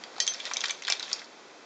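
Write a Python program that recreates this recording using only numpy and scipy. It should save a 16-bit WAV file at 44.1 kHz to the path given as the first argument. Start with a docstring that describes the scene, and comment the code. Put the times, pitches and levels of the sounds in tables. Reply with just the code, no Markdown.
"""Cutlery on aluminium foil

A fork and a spoon are pushed in beside a cooked fish that lies in foil, close by in a kitchen.
The steel clinks and rings in its modes until the food damps it. Under its pressure, creases in the
foil snap through one by one, and tiny wrinkles give way in a fine rustle.
A steady low rush of the room lies underneath."""
import sys
import numpy as np
from scipy import signal
from scipy.fft import rfft, irfft
from scipy.io import wavfile

SR = 44100
rng = np.random.default_rng(int(sys.argv[2]) if len(sys.argv) > 2 else 0)


def transcribe(u):
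    """Save the signal u as a 16-bit wav file named by the first command-line argument.

    u: samples, shape (n,) or (channels, n), limited to [-1, 1]; the rate is SR.
    q: integer samples, one column per channel.
    """
    v = np.clip(np.atleast_2d(u).T, -1, 1)
    q = np.round(v * 32767).astype(np.int16)
    wavfile.write(sys.argv[1], SR, q)


N = 72765

# modes of each steel part: f/Hz, relative level/dB, T60/s
FORK = [(1920, -4, 0.077), (2420, -15.5, 0.19), (4110, -8, 0.21), (4556, -4.5, 0.26), (4930, -11.5, .25),
        (5480, -4.5, 0.17), (7364, -19, .16)]
SPOON = [(3210, -5, 0.11), (4050, -18, 0.38), (5630, -22, .25), (6200, -12.5, 0.17), (6165, -1, 0.34),
         (7800, -14.5, 0.11), (8240, -12, .12)]
TINES = [(719, -9, .15), (2350, -2, 0.13), (2627, -15.5, .3), (3018, 0.5, 0.069), (4530, -13, .08),
         (5400, 1, 0.064), (6627, -14.5, 0.076), (7208, -6.5, 0.13)]


def from_db(db):
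    """Amplitude ratio of a level: a factor of ten for every 20 dB."""
    return 10 ** (np.asarray(db) / 20)


def unit_energy(x):
    """Normalisation: the squared samples sum to one."""
    return x / np.sqrt(np.sum(x ** 2) + 1e-20)


def envelope(points):
    """Amplitude envelope, interpolated in decibels between (t/s, level/dB) points."""
    return from_db(np.interp(np.arange(N) / SR, *np.transpose(points)))


def gain_at(points, hz):
    """Magnitude response, interpolated in log frequency between (f/Hz, level/dB) points."""
    f, db = np.transpose(points)
    return from_db(np.interp(np.log(np.maximum(hz, 1)), np.log(f), db))


def colour(x, points):
    """Zero-phase filtering: the spectrum is multiplied by a magnitude response."""
    hz = np.arange(N + 1) * SR / (2 * N)
    return irfft(rfft(x, 2 * N) * gain_at(points, hz))[:N]


def resonate(x, hz, q):
    """Second-order resonator with unit gain at its peak."""
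    return signal.lfilter(*signal.iirpeak(min(hz, SR / 4), max(q, 1), fs=SR), x + 1e-18)


def add(track, onset_s, sound):
    """Superposition: a sound adds to the track from its onset."""
    start = max(int(onset_s * SR), 0)
    track[start:start + len(sound)] += sound[:max(N - start, 0)]


def room_rush():
    """Background noise: a continuous spectrum with three faint spectral lines of hum."""
    # spectral density of the rush: f/Hz, relative level/dB
    spectrum = [(25, -37.5), (50, -38.5), (80, -26.5), (130, -14), (230, -3), (400, 2.5), (950, -0.5),
                (1800, -5.5), (2500, -6.5), (4200, -8.5), (5500, -10.5), (7200, -13), (9000, -19)]
    # its course in time: t/s, rms level/dB
    levels = [(0, -48.5), (.2, -49), (.32, -51.5), (1.3, -51), (1.45, -50.5), (1.65, -51.5)]
    # steady tones: f/Hz, rms level/dB
    tones = [(517, -71.5), (1487, -68.5), (1992, -71.5)]
    t = np.arange(N) / SR
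    air = np.sqrt(N) * unit_energy(colour(rng.standard_normal(N), spectrum))
    hum = sum(np.sqrt(2) * from_db(db) * np.sin(2 * np.pi * (hz * t + rng.random())) for hz, db in tones)
    return envelope(levels) * air + hum


def foil_rustle(crackles_per_s=3500, spread_db=2, q=7.65, bands=24):
    """Shot noise: wrinkles give way at random and ring for a few cycles, louder under pressure."""
    # rustle as the cutlery presses: t/s, rms level/dB
    levels = [(0, -61.5), (.15, -56), (.22, -44.5), (.36, -45), (.43, -46.5), (0.471, -38), (.5, -44),
              (.68, -41.5), (.79, -52), (0.861, -52), (.91, -35.5), (.98, -48), (1.05, -44.5), (1.14, -43),
              (1.22, -51), (1.29, -68), (1.65, -81)]
    # weighting of the wrinkle resonances: f/Hz, relative level/dB
    spectrum = [(500, -2), (1000, -7), (2200, -3.5), (3700, -1), (5500, -6.5), (8000, -15)]
    gives_way = rng.random(N) < crackles_per_s / SR
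    sizes = from_db(spread_db * np.minimum(rng.exponential(1, N), 4))
    impulses = gives_way * sizes * rng.choice([-1, 1], N)
    band = rng.integers(0, bands, N)
    crackles = sum(gain_at(spectrum, hz) * resonate(impulses * (band == k), hz, q)
                   for k, hz in enumerate(np.geomspace(550, 8000, bands)))
    return np.sqrt(N) * unit_energy(crackles) * envelope(levels)


def crease_snaps(flutter_db=6, unpitched_db=-6.5):
    """Snap-through buckling: each crease cracks and flutters, exciting the two facets beside it."""
    # snaps: t/s, lower facet f/Hz, level/dB, upper facet f/Hz, level/dB, Q, flutter T60/ms
    creases = [(0.038, 2300, -42, 3850, -33, 1.45, 13), (0.1642, 900, -40.5, 4000, -41.5, 2.5, 23),
               (0.182, 780, -36, 4340, -37, 1.7, 24), (0.2018, 3220, -22, 6200, -17, 2.7, 20),
               (0.2669, 4200, -31.5, 6900, -24, 1.6, 16), (0.277, 3340, -22, 5400, -23, 6.5, 11),
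               (0.3373, 3680, -39, 5530, -31.5, 9.0, 21), (0.344, 2350, -43, 5370, -29, 13, 17),
               (0.4009, 2420, -35, 3440, -28.5, 12, 21), (0.4537, 1600, -40, 3880, -27, 3.1, 19),
               (0.4666, 1970, -39, 3600, -30.5, 12, 24), (0.5131, 1340, -28, 2260, -28.5, 3.1, 20),
               (0.5359, 4100, -34, 6050, -22.5, 10, 20), (0.561, 2320, -30, 3700, -48, 11, 24),
               (0.569, 3770, -22.5, 6250, -23.5, 15, 11), (0.6067, 3650, -29, 6080, -26, 8.6, 24),
               (0.6146, 3370, -28, 5100, -33, 5.0, 14), (0.6392, 1820, -25, 3870, -26.5, 2.3, 12),
               (0.6421, 1730, -26.5, 3850, -23.5, 1.2, 14), (0.6564, 1440, -34.5, 3530, -23.5, 2.5, 16),
               (0.6602, 3580, -29.5, 6300, -33, 6.2, 13), (0.6825, 1800, -36, 5350, -29.5, 3.1, 24),
               (0.696, 2270, -29.5, 3400, -25.5, 13, 19), (0.705, 3390, -28, 5600, -38.5, 12, 8),
               (0.7076, 2230, -27.5, 6250, -23, 11, 12), (0.8221, 2450, -33.5, 5500, -36.5, 3.8, 19),
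               (0.8364, 3440, -40, 5300, -41.5, 8.5, 19), (0.8503, 2250, -40, 3600, -29, 7.5, 15),
               (0.8703, 3350, -27, 6700, -44.5, 6.3, 18), (0.88, 1800, -28.5, 3420, -24, 2.3, 23),
               (0.8843, 1650, -25.5, 4700, -26.5, 1.7, 15), (0.895, 2040, -31, 3800, -36, 4.5, 17),
               (0.9004, 1220, -30.5, 4870, -19.5, 2.1, 12), (0.9029, 2810, -26, 5470, -27, 7.8, 8),
               (0.923, 3600, -16.5, 5350, -22, 4.3, 15), (0.9356, 3570, -37, 6700, -35.5, 3.3, 10),
               (0.9964, 4130, -27.5, 5640, -35, 10, 18), (1.006, 1860, -35, 4250, -42, 2, 17),
               (1.0276, 1025, -40, 3540, -25.5, 5.3, 21.5), (1.098, 2690, -37.5, 5340, -39.5, 3.1, 24),
               (1.1155, 1170, -37.5, 3600, -32.5, 2, 24), (1.1301, 4830, -23.5, 5410, -19.5, 11, 14),
               (1.1938, 2620, -43.5, 4140, -38.5, 5.3, 24), (1.2174, 2000, -38, 3400, -50, 4.4, 24),
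               (1.243, 4330, -43.5, 5130, -46, 22, 24)]
    out, t = np.zeros(N), np.arange(SR // 20) / SR
    highpass = signal.butter(2, 600, "high", fs=SR, output="sos")
    reference = np.sqrt(.0034 * SR / 2)   # 0 dB has the energy of a unit sine lasting 3.4 ms
    crack = t == 0
    for onset_s, low_hz, low_db, high_hz, high_db, q, t60_ms in creases:
        for hz, db in ((low_hz, low_db), (high_hz, high_db)):
            decay = from_db(-60 * t * 1e3 / t60_ms)
            flutter = from_db(flutter_db) * unit_energy(rng.standard_normal(len(t)) * decay)
            burst = resonate(crack + flutter, hz, q=1)
            facet = unit_energy(resonate(burst, hz, q)) + from_db(unpitched_db) * unit_energy(burst)
            add(out, onset_s, from_db(db) * reference * unit_energy(signal.sosfilt(highpass, facet)))
    return out


def cutlery_clinks(damping_t60_s=0.091, radiation_hz=990):
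    """Free vibration: the modes of struck steel decay exponentially, faster once the food damps them."""
    # impacts: t/s, part struck, level/dB, free ringing time/s
    impacts = [(0.2013, FORK, -25.5, 0.036), (0.2015, SPOON, -26, 0.0082), (.2220, SPOON, -29, 0.0088),
               (0.2765, SPOON, -24.5, 0.045), (0.2775, FORK, -37, .03), (0.345, FORK, -41, 0.034),
               (0.9005, TINES, -27.5, 0.041), (.9230, TINES, -38, 0.06)]
    out, t = np.zeros(N), np.arange(SR // 4) / SR
    for onset_s, modes, db, free_s in impacts:
        ring = sum(from_db(level - 60 * t / t60) * np.sin(2 * np.pi * hz * t) for hz, level, t60 in modes)
        damping_db = 60 * np.maximum(t - free_s, 0) / damping_t60_s
        add(out, onset_s, ring * from_db(db - damping_db))
    # thin steel radiates low frequencies poorly
    return signal.sosfilt(signal.butter(2, radiation_hz, "high", fs=SR, output="sos"), out)


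def kitchen_reverberation(x, delay_s=.003):
    """Convolution with a decaying response: early reflections from foil and worktop, then the walls."""
    t = np.arange(SR // 2) / SR
    response = np.zeros(len(t))
    for t60_s, db in ((0.05, -10.5), (0.31, -12)):   # early reflections, diffuse tail
        decay = from_db(-60 * t / t60_s) * (t > delay_s)
        response += from_db(db) * unit_energy(rng.standard_normal(len(t)) * decay)
    return signal.fftconvolve(x, response)[:N]


def scene():
    """Direct sound, reflections of the snaps and clinks, and background noise superpose."""
    snaps, clinks = crease_snaps(), cutlery_clinks()
    reflections = kitchen_reverberation(snaps + from_db(-9) * clinks)
    return (snaps + clinks + reflections + foil_rustle() + room_rush())[None]


def record(dry, cutoff_hz=9020):
    """Frequency response of the microphone: two narrow dips and a dull treble, cut off steeply."""
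    # broad response: f/Hz, level/dB
    response = [(100, 1.5), (6800, 0.5), (7700, -1), (8400, -9.5), (8900, -25.5), (9300, -37)]
    # dips: f/Hz, bandwidth/Hz
    notches = [(2885, 190), (8000, 1160)]
    x = colour(dry[0], response)
    for hz, width_hz in notches:
        x = signal.lfilter(*signal.iirnotch(hz, hz / width_hz, fs=SR), x)
    lowpass = signal.ellip(10, .2, 80, cutoff_hz, fs=SR, output="sos")
    return signal.sosfilt(lowpass, x)[None]


dry = scene()
out = record(dry)
transcribe(out)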